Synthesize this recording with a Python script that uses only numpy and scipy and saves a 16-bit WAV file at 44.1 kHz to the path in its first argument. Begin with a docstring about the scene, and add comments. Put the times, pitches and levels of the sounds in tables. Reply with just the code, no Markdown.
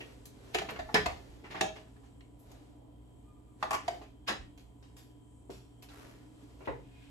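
"""Knocks, clinks and hollow notes: filled glass jars are lowered one by one into a big metal pot of water.
Each contact rings the glass, sounds the water-loaded pot and thuds through the stove top. One jar rocks
on its rim; hands rub and tick on lids; later, wood bumps further off and something scrapes.
A sleeve rustles, a thin tone chirps and an appliance hums in the small kitchen.
A phone with two microphone ports listens from the counter."""
import sys
import numpy as np
from scipy import signal
from scipy.fft import rfft, irfft, next_fast_len
from scipy.io import wavfile
from scipy.ndimage import uniform_filter1d, map_coordinates

SR = 44100
rng = np.random.default_rng(int(sys.argv[2]) if len(sys.argv) > 2 else 0)


def log_audio(samples):
    """Write samples as a 16-bit WAV file to the path given in sys.argv[1]."""
    # one column per channel
    frames = np.atleast_2d(samples).T
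    # limit to full scale, then quantise
    limited = np.clip(frames, -1, 1)
    pcm = np.round(limited * 32767).astype(np.int16)
    wavfile.write(sys.argv[1], SR, pcm)


N = 313110
TIME_S = np.arange(N) / SR
AGE_S = np.arange(int(.6 * SR)) / SR  # time since a blow
PORT_LAG_S = 7.4 / SR  # the left port hears the stove first

# Modes of the water-loaded pot. Each row: frequency in Hz, level in dB, t60 in seconds.
POT_MODES = [(357.7, 4, 0.14), (432.4, 5.5, 0.13), (506, 0, 0.1), (554, -5, 0.07), (635.4, 1.5, 0.21),
             (774, 4.5, 0.11), (841.6, 6, 0.11), (954, -4.5, 0.05), (1035, 4.5, 0.06), (1124, 3.5, 0.081),
             (1197, 4, 0.094), (1246, -3.5, 0.05)]


def jars(rock_count=4, rock_gap_s=.022, rock_shrink=.51, rock_loss_db=1.3):
    """Single knocks, and a jar rocking ever faster on its rim."""
    # Jar contacts. Each row: start in seconds, rattle t60 in seconds, clink in dB, tilt in dB/octave,
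    # wall ring in dB, its centre in Hz, pot in dB, its centre in Hz, hollow note in dB, stove thud in dB.
    # Levels are relative.
    knocks = [(.004, 0.087, -59, -4, -49.5, 2660, -56.5, 560, -68, -54.5),
              (.545, 0.044, -39, -2, -38.5, 2520, -34, 560, -33.5, -50.5),
              (.584, 0.042, -42, -4.5, -48, 3300, -63.5, 690, -56, -53),
              (.615, 0.05, -57.5, 0.5, -63, 1900, -41.5, 730, -44, -49),
              (.686, 0.1, -44.5, -7, -64, 1910, -60, 500, -57, -54),
              (0.717, .05, -58, -19, -69, 1786, -46, 457, -67, -53),
              (.758, 0.061, -52.5, -9, -79, 1825, -58.5, 730, -60, -57),
              (.789, 0.067, -51, -5, -50.5, 1750, -39.5, 648, -44.5, -54),
              (0.889, 0.04, -71, -20, -58.5, 1740, -46.5, 950, -55, -70),
              (.942, 0.037, -35.5, -1, -35.5, 4800, -52, 523, -32, -33),
              (.947, 0.11, -31.5, -8.5, -27.5, 1767, -34, 630, -30, -34.5),
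              (1.058, 0.038, -40.5, -4.5, -47.5, 2300, -35.5, 860, -34, -63),
              (1.439, 0.2, -57, -7.5, -57.5, 2340, -64, 835, -78, -54),
              (1.502, 0.2, -50.5, -5.5, -59, 2000, -66, 810, -77, -56),
              (1.544, 0.27, -46.5, -8.5, -50, 1900, -44, 770, -68, -50.5),
              (1.609, 0.04, -34, -3, -42, 3640, -36, 860, -50, -41),
              (1.755, 0.15, -56, -5.5, -78, 1800, -57.5, 690, -67, -60),
              (1.867, 0.09, -74, -14, -80, 1800, -74, 1000, -85, -77),
              (1.962, 0.058, -76, -5, -77, 1810, -73, 1020, -87, -72),
              (2.03, 0.27, -73, -1.5, -81, 1770, -67, 1020, -80, -75.5),
              (3.626, 0.034, -43, -6.5, -52, 1650, -32.5, 1070, -47.5, -60),
              (3.879, 0.037, -45, -3, -51, 2230, -41, 720, -31.5, -60.5),
              (4.012, 0.16, -63.5, -3.5, -69, 2400, -53.5, 839, -69, -59.5),
              (4.277, 0.125, -37, -3, -45.5, 5230, -50, 880, -54, -63),
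              (4.284, 0.086, -46.5, -13, -41.5, 2220, -51, 900, -50.5, -59),
              (4.295, 0.21, -46.5, -20, -50, 2130, -40, 810, -50, -44)]
    # First contact of the rocking jar. Same columns.
    rocking = [(3.707, 0.045, -48.5, 4.1, -44, 2470, -33.5, 1010, -53.5, -50.5)]
    out = np.zeros((2, N))
    for start_s, *knock in knocks:
        add(out, start_s, contact(*knock))
    for start_s, *knock in rocking:
        for k in range(rock_count):
            add(out, start_s, amp(-rock_loss_db * k) * contact(*knock))
            start_s += rock_gap_s * rock_shrink ** k
    return out


def contact(t60_s, clink_db, tilt_db_oct, walls_db, walls_hz, pot_db, pot_hz, hollow_db, thud_db):
    """One contact clinks, rings the glass, sounds the water and pot, and thuds through the stove."""
    return (amp(clink_db + 3.5) * clink(t60_s, tilt_db_oct)
            + amp(walls_db) * jar_walls(walls_hz)
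            + amp(hollow_db) * hollow_note()
            + amp(pot_db) * pot_knock(pot_hz, t60_s)
            + amp(thud_db) * stove_thud())


def clink(t60_s, tilt_db_oct):
    """Glass rattles briefly; each contact has its own length and brightness."""
    # Clink spectrum. Each row: frequency in Hz, density in dB.
    spectrum = [(300, -9.5), (700, -1), (1000, -0.5), (1350, -1.5), (1800, 0.5), (2800, 0.5), (4000, -1),
                (5400, -4.5), (7400, -6), (9000, -9), (12500, -17), (15000, -26), (16000, -42)]
    colour_db = lambda hz: along(spectrum, hz) + tilt_db_oct * np.log2(np.clip(hz, 1500, 9000) / 2200)
    rise_s = .00094 + .06 * t60_s  # a longer rattle builds up more slowly
    return burst(colour_db, t60_s, rise_s, chatter_db=1.5, ripple_db=2)


def jar_walls(centre_hz):
    """The struck spot decides which wall modes answer; the filling damps the high ones fast."""
    # Glass wall modes. 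Each row: frequency in Hz, level in dB.
    wall_modes = [(1567, -7.5), (1752, 2), (1889, 1), (2045, -4.5), (2250, -5), (2390, -5.5), (2600, -4.5),
                  (2844, 1), (3210, 2), (3330, -0.5), (3520, -6), (3850, 2.5), (4086, -4.5), (4474, -3.5),
                  (4883, -1), (5150, 4), (5320, 2), (5520, -1.5)]
    mode_hz, mode_db = np.transpose(wall_modes)
    t60_s = .17 * np.minimum(1750 / mode_hz, 1) ** 1.9
    modes = np.transpose([mode_hz, mode_db, t60_s])
    spot_db = focus(centre_hz, loss_db_oct2=60, max_loss_db=22)
    return ring(modes, rise_s=.005, vary_db=1.5, spread_rad=.8, weight_db=spot_db)


def hollow_note(hz=702):
    """A full jar standing in water gives one note: a short swell, then a weak lingering ring."""
    swell = fade(.07, rise_s=.009) ** 2
    linger = amp(-29) * fade(.22, rise_s=.008)
    return note(hz, swell + linger)


def pot_knock(centre_hz, rattle_t60_s):
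    """The pot answers in one region of its modes, with clear ones and quickly damped ones."""
    # Spectrum of the damped modes. Each row: frequency in Hz, density in dB.
    spectrum = [(150, -28.5), (350, -4.5), (500, 5.5), (800, 5), (1200, -1.5), (1700, 10), (4000, -20),
                (16000, -72)]
    region_db = focus(centre_hz, loss_db_oct2=24, max_loss_db=18)
    clear = ring(POT_MODES, rise_s=.0018, vary_db=4.5, spread_rad=1, weight_db=region_db)
    colour_db = lambda hz: along(spectrum, hz) + region_db(hz)
    clunk = burst(colour_db, .84 * rattle_t60_s, rise_s=.0076, chatter_db=3, ripple_db=4)
    return amp(-2) * clear + amp(-6) * clunk


def stove_thud():
    """The stove top under the pot rings low."""
    # Stove top modes. Each row: frequency in Hz, level in dB, t60 in seconds.
    stove_modes = [(125, -2, 0.056), (162.3, -9, 0.0784), (186, 0, 0.12), (221.5, -5.5, 0.17),
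                   (249, -1, 0.056), (311, -0.5, 0.21), (370, 3, 0.12), (424, 0, 0.27)]
    return ring(stove_modes, rise_s=.001, vary_db=2, spread_rad=.13)


def free_pot(t60_ratio=1.6):
    """The hand lets go of a jar and stops damping the pot: a few neighbouring modes sing on."""
    # Releases. Each row: start in seconds, level in dB, ring centre in Hz.
    releases = [(1.611, -32, 674)]
    modes = [(hz, db, t60_ratio * t60_s) for hz, db, t60_s in POT_MODES]
    out = np.zeros((2, N))
    for start_s, db, centre_hz in releases:
        region_db = focus(centre_hz, loss_db_oct2=70)
        tones = ring(modes, rise_s=.004, vary_db=1, spread_rad=.3, weight_db=region_db)
        add(out, start_s, amp(db) * tones)
    return out


def bumps():
    """Wood knocks and its panel booms; deep thumps pass through pot, stove and floor."""
    # Wooden bumps. Each row: start in seconds, knock in dB, boom in dB, t60 in seconds, tilt in dB/octave.
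    wood_bumps = [(5.495, -46, -58, 0.046, -10), (6.604, -51, -79, 0.5, 1), (6.673, -34.5, -38, 0.15, 0.5)]
    # Knock spectrum. Each row: frequency in Hz, density in dB.
    spectrum = [(70, -11.5), (200, -18), (400, 4), (650, -5.5), (950, -4), (1300, -16), (1800, -16.5),
                (2600, -20.5), (3300, -32), (8000, -60), (15000, -69)]
    # Panel modes. Each row: frequency in Hz, level in dB, t60 in seconds.
    panel_modes = [(125.4, 7, 0.27), (147, 2, .15), (313, 1.5, 0.14), (383, 3, 0.14), (448, 2, .16),
                   (472, 9.5, 0.19), (570, 2, 0.09), (697, -7, 0.22), (866, -7, 0.31), (1020, 7.5, 0.1),
                   (2560, -4, .06)]
    # Deep thumps. Each row: start in seconds, level in dB, frequency in Hz.
    thumps = [(.555, -42, 353), (.6, -51, 185), (.715, -50.5, 195), (0.789, -47.5, 62.4),
              (1.001, -49.5, 76), (1.063, -42.5, 63.4), (1.277, -48, 49.3), (4.394, -45.5, 49)]
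    out = np.zeros((2, N))
    for start_s, knock_db, boom_db, t60_s, tilt_db_oct in wood_bumps:
        colour_db = lambda hz: along(spectrum, hz) + tilt_db_oct * np.log2(np.clip(hz, 500, 4000) / 500)
        knock = burst(colour_db, t60_s, rise_s=.0018, chatter_db=.5, ripple_db=2.5)
        boom = ring(panel_modes, rise_s=.031, vary_db=1, spread_rad=.51)
        add(out, start_s, amp(knock_db) * knock + amp(boom_db) * boom)
    for start_s, db, hz in thumps:
        add(out, start_s, amp(db) * note(hz, fade(.045, rise_s=.011)))
    return out


def lid_ticks():
    """Fingers on lids: small bright contacts with no body behind them."""
    # Ticks. Each row: start in seconds, relative level in dB, tilt in dB/octave, t60 in seconds.
    ticks = [(0.254, -54, -3, 0.092), (0.703, -58, 0, 0.06), (2.207, -62, -23.5, 0.032),
             (2.39, -67.5, 1.5, 0.43), (2.516, -65, -6, 0.027), (4.575, -60.5, -9, 0.23),
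             (4.824, -62, -16.5, 0.33), (4.965, -56, -7, 0.4), (5.5, -53.5, -9.5, 0.48),
             (5.823, -55, -8, 0.1), (5.886, -58, -13, 0.17)]
    # Tick spectrum. Each row: frequency in Hz, density in dB.
    spectrum = [(700, -11), (2000, -13.5), (4000, -8.5), (7500, -4.5), (12500, -3), (15000, -11),
                (16000, -15.5)]
    out = np.zeros((2, N))
    for start_s, db, tilt_db_oct, t60_s in ticks:
        treble_db = lambda hz: tilt_db_oct * np.log2(np.clip(hz, 3000, 14000) / 3000)
        colour_db = lambda hz: along(spectrum, hz) + treble_db(hz)
        tick = burst(colour_db, t60_s, rise_s=.0015, chatter_db=2, ripple_db=3)
        add(out, start_s, amp(db - 1) * tick)
    return out


def sliding():
    """Glass and hands rub with an uneven grain; light scrapes ring in a few resonances."""
    # Rubs. Each row: peak time in seconds, relative level in dB, length in seconds.
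    rubs = [(-0.003, -57.5, 0.45), (0.436, -73, 0.97), (0.607, -59, 0.87), (1.023, -58, 0.78),
            (1.616, -66.5, 0.99), (2.523, -63.5, 0.4), (3.636, -54.5, 0.13), (3.898, -57, 0.32),
            (6.031, -62, 0.54), (6.44, -68.5, 0.49), (6.664, -67.5, 0.52)]
    # Scrapes, some just ahead of a blow. Same columns.
    scrapes = [(0.549, -39, 0.04), (4.278, -37, 0.024), (6.659, -55.5, 0.042), (7.027, -65.5, 0.92)]
    # Rub spectrum. Each row: frequency in Hz, density in dB.
    spectrum = [(150, 1), (400, 9), (700, 1), (1200, -5), (2000, -8), (4000, -10.5), (7500, -17),
                (12500, -22), (15000, -38)]
    # Scrape resonances. Each row: centre in Hz, width in Hz, level in dB.
    resonances = [(1670, 160, 1.5), (2160, 26, 9.5), (2476, 34, 11), (2950, 1400, 0.5)]
    grain = unit(amp(.83 * wobble(35) + .66 * wobble(540)))
    rub = amp(4) * strokes(rubs) * noise(N, lambda hz: along(spectrum, hz))
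    power = lambda hz: sum(amp(db) ** 2 * hump(hz, *band_hz) for *band_hz, db in resonances)
    scrape = strokes(scrapes) * noise(N, lambda hz: 10 * np.log10(power(hz)))
    return grain * (rub + scrape)


def hand_crackle(slips_per_s=900, spread_db=3.5):
    """A rubbing hand makes countless tiny slips over a little smooth hiss."""
    # Rubs. Each row: peak time in seconds, relative level in dB, length in seconds.
    rubs = [(5.922, -64.5, 0.062), (5.994, -59, .45)]
    # Slip spectrum. Each row: frequency in Hz, density in dB.
    spectrum = [(200, -12), (500, 4), (1100, 3), (2200, -2), (4000, -9.5), (7500, -11.5), (12500, -13.5),
                (15000, -34)]
    onsets = rng.random(N) < slips_per_s / SR
    slips = onsets * rng.standard_normal((2, N)) * amp(spread_db * rng.standard_normal(N))
    grains = unit(filtered(slips, lambda hz: amp(along(spectrum, hz))))
    hiss = noise(N, lambda hz: along(spectrum, hz))
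    return strokes(rubs) * (grains + .5 * hiss)


def sleeve():
    """Cloth swishes softly in the low mids as the arm reaches across the counter."""
    # Swishes. Each row: peak time in seconds, level in dB, length in seconds.
    swishes = [(2.45, -69, 1), (2.828, -67.5, 0.35)]
    # Cloth spectrum. Each row: frequency in Hz, density in dB.
    spectrum = [(250, -30), (450, 7.5), (650, 10), (950, 0.5), (1500, -25.5), (4000, -46), (16000, -59)]
    cloth = noise(N, lambda hz: along(spectrum, hz))
    flutter = unit(amp(.88 * wobble(13)))
    return strokes(swishes) * cloth * flutter


def squeak(pitch_hz=1194):
    """Faint, thin, wavering chirps with a weak octave."""
    # Chirps. Each row: peak time in seconds, level in dB, length in seconds.
    chirps = [(3.288, -72, 0.15), (3.365, -76, 0.069), (3.496, -76, 0.15)]
    phase = 2 * np.pi * np.cumsum(pitch_hz * (1 + .014 * wobble(45))) / SR
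    return strokes(chirps) * unit(np.sin(phase) + amp(-14) * np.sin(2 * phase))


def appliance(whistle_hz=3167, whistle_width_hz=220):
    """Slightly unsteady hum lines over fan noise; a thin whistle swells and sinks."""
    # Fan spectrum. Each row: frequency in Hz, density in dB.
    spectrum = [(13, -73), (22, -30), (48, 3), (87, -4), (125, -9), (223, -10), (286, 0), (328, -18.5),
                (409, -10), (560, -20.5), (680, -20), (930, -22.5), (1200, -29), (1500, -35), (3600, -37.5),
                (6000, -48), (8030, -48.5), (13000, -46), (16000, -55.5)]
    # Hum lines. Each row: frequency in Hz, rms level in dB.
    hum_lines = [(59.2, -62), (118.4, -61.5), (290.7, -78), (646.0, -88), (716.0, -80), (990.5, -79)]
    # Humps in the fan noise. Each row: centre in Hz, width in Hz, level in dB.
    fan_humps = [(297, 41, -65), (8050, 1300, -76.5)]
    # Whistle envelope. Each row: time in seconds, level in dB.
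    whistle_levels = [(0, -84.5), (2.4, -82), (2.85, -84), (3.25, -81), (3.6, -81), (7.1, -81)]
    out = amp(-58 + .44 * wobble(4.9)) * noise(N, lambda hz: along(spectrum, hz))
    for line_hz, db in hum_lines:
        peak = np.sqrt(2) * amp(db + .39 * wobble(8.8))
        line = peak * np.sin(2 * np.pi * line_hz * TIME_S + .24 * wobble(5.5))
        out += from_left([line, line])
    whistle_db = np.interp(TIME_S, *np.transpose(whistle_levels))
    for *band_hz, db in fan_humps + [(whistle_hz, whistle_width_hz, whistle_db)]:
        out += amp(db + 2.3 * wobble(4.1)) * noise(N, lambda hz: 20 * np.log10(hump(hz, *band_hz)))
    return out


def kitchen(x, block=SR // 4, build_up_s=.0015):
    """Room reverberation; each block of sound gets its own noise tail."""
    # Room decay. Each row: frequency in Hz, t60 in seconds.
    decay_times = [(120, 0.6), (400, 0.31), (1000, 0.27), (3000, 0.34), (7000, 0.3), (14000, 0.17)]
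    out = np.zeros((2, N))
    for start in range(0, N, block):
        hz, age_s, bands = signal.stft(noise(len(AGE_S), np.zeros_like), SR, nperseg=256)
        decay = np.exp(-np.log(1000) * age_s / along(decay_times, hz)[:, None])
        tail = signal.istft(bands * decay, SR, nperseg=256)[1][:, :len(AGE_S)]
        tail *= 1 - np.exp(-AGE_S / build_up_s)
        tail /= np.linalg.norm(tail[0])
        add(out, start / SR, signal.fftconvolve(x[:1, start:start + block], tail, axes=1))
    return out


def burst(colour_db, t60_s, rise_s, chatter_db, ripple_db):
    """Countless short-lived modes of uneven strength, shaken by rebounds a millisecond or two apart."""
    jitter = rng.standard_normal(len(AGE_S))
    rebounds = unit(uniform_filter1d(uniform_filter1d(jitter, size=70), size=3))
    knots = rng.standard_normal(90)
    ripple = lambda hz: np.interp(np.sqrt(hz / hz[-1]), np.linspace(0, 1, len(knots)), knots)
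    modes = noise(len(AGE_S), lambda hz: colour_db(hz) + ripple_db * ripple(hz))
    return unit_blow(modes * fade(t60_s, rise_s) * amp(chatter_db * rebounds))


def ring(modes, rise_s, vary_db, spread_rad, weight_db=lambda hz: 0):
    """Modes struck at random strengths; each reaches the two ports at its own phase."""
    hz, db, t60_s = np.transpose(modes)[:, :, None]
    strength, phase, skew = rng.standard_normal((len(hz), 3)).T[:, :, None]
    envelope = amp(db + vary_db * strength + weight_db(hz)) * fade(t60_s, rise_s)
    width_hz = .003 * hz  # touching jars and water widen each mode
    drift = np.cumsum(rng.standard_normal(len(AGE_S))) * np.sqrt(2 * np.pi * width_hz / SR)
    left = 2 * np.pi * (hz * AGE_S + phase) + drift
    right = left - 2 * np.pi * hz * PORT_LAG_S - spread_rad * skew
    return unit_blow(np.sum(envelope * np.sin([left, right]), axis=1))


def note(hz, envelope):
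    """One pitch under an envelope, later on the right."""
    arrival_s = np.array([[0], [PORT_LAG_S]])
    return unit_blow(envelope * np.sin(2 * np.pi * hz * (AGE_S - arrival_s)))


def noise(size, colour_db):
    """Coloured stereo noise of rms 1, partly alike at the two ports and later on the right."""
    # Likeness of the ports. Each row: frequency in Hz, coherence from 0 to 1.
    coherence = [(60, 0.77), (130, 0.76), (290, 0.54), (640, 0.052), (2000, 0.054), (5000, 0.2), (8000, 1)]
    angle = lambda hz: np.arccos(np.clip(along(coherence, hz), -1, 1)) / 2
    response = lambda hz: amp(colour_db(hz)) * [np.cos(angle(hz)), np.sin(angle(hz))]
    mid, side = filtered(rng.standard_normal((2, size)), response)
    right = filtered(mid - side, lambda hz: np.exp(-2j * np.pi * hz * PORT_LAG_S))
    return unit(np.array([mid + side, right]))


def strokes(rows, rise_share=.34, end_drop_db=19.5, roundness=1.19):
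    """Summed gain of strokes: each swells to its peak and dies away more slowly."""
    gain = np.zeros(N)
    for peak_s, db, length_s in rows:
        offset = (TIME_S - peak_s) / length_s
        from_peak = np.maximum(-offset / rise_share, offset / (1 - rise_share))
        gain += amp(db - end_drop_db * from_peak ** roundness)
    return gain


def fade(t60_s, rise_s):
    """A quick rise and an exponential decay."""
    return np.exp(-np.log(1000) * AGE_S / t60_s) * (1 - np.exp(-AGE_S / rise_s))


def focus(centre_hz, loss_db_oct2, max_loss_db=np.inf):
    """A weighting in dB that falls with the squared octaves from a centre."""
    return lambda hz: -np.minimum(loss_db_oct2 * np.log2(hz / centre_hz) ** 2, max_loss_db)


def hump(hz, centre_hz, width_hz):
    """A resonance curve of height 1."""
    return 1 / (1 + (2 * (hz - centre_hz) / width_hz) ** 2)


def from_left(x, lag_samples=8):
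    """Sound from far left reaches the right port later still."""
    return np.array([x[0], np.pad(x[1], (lag_samples, 0))[:N]])


def wobble(knots_per_s):
    """A smooth random curve."""
    knots = rng.standard_normal(int(N * knots_per_s / SR) + 4)
    return map_coordinates(knots, [TIME_S * knots_per_s])


def filtered(x, response):
    """Apply a frequency response."""
    size = x.shape[-1]
    padded = next_fast_len(size + 8192)
    return irfft(rfft(x, padded) * response(np.fft.rfftfreq(padded, 1 / SR)), padded)[..., :size]


def along(points, hz):
    """Read (Hz, value) points on a log axis."""
    point_hz, values = np.transpose(points)
    return np.interp(np.log(hz + 1), np.log(point_hz + 1), values)


def add(track, start_s, sound):
    """Mix a sound into the track."""
    part = track[:, round(start_s * SR):][:, :sound.shape[1]]
    part += sound[:, :part.shape[1]]


def amp(db):
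    """Decibels to gain."""
    return 10 ** (np.asarray(db) / 20)


def unit(x):
    """Scale to rms 1."""
    return x / np.sqrt(np.mean(x ** 2) + 1e-20)


def unit_blow(x, span_s=.03):
    """Scale a stereo blow to the energy of rms 1 held for span_s."""
    return x / np.sqrt(np.sum(x ** 2) / (2 * span_s * SR) + 1e-20)


def scene():
    """Everything sounds in one room; the bumps come from further left than the stove."""
    # Port balance. Each row: frequency in Hz, left minus right in dB.
    balance = [(60, -1.8), (250, 0.5), (500, -1.1), (1000, -1), (2000, -0.2), (4000, 0.5), (12000, 0.9)]
    direct = jars() + free_pot() + lid_ticks() + from_left(bumps())
    direct += sliding() + hand_crackle() + sleeve() + squeak()
    heard = direct + amp(-5) * kitchen(direct) + appliance()
    return filtered(heard, lambda hz: amp(along(balance, hz) * np.array([[.5], [-.5]])))


def record(dry):
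    """The phone thins the deepest bass and keeps nothing above its band limit."""
    low_cut_hz, top_hz = 36, 15900
    thinned = signal.sosfilt(signal.butter(4, low_cut_hz, "highpass", fs=SR, output="sos"), dry)
    return filtered(thinned, lambda hz: hz < top_hz)


dry = scene()
out = record(dry)
log_audio(out)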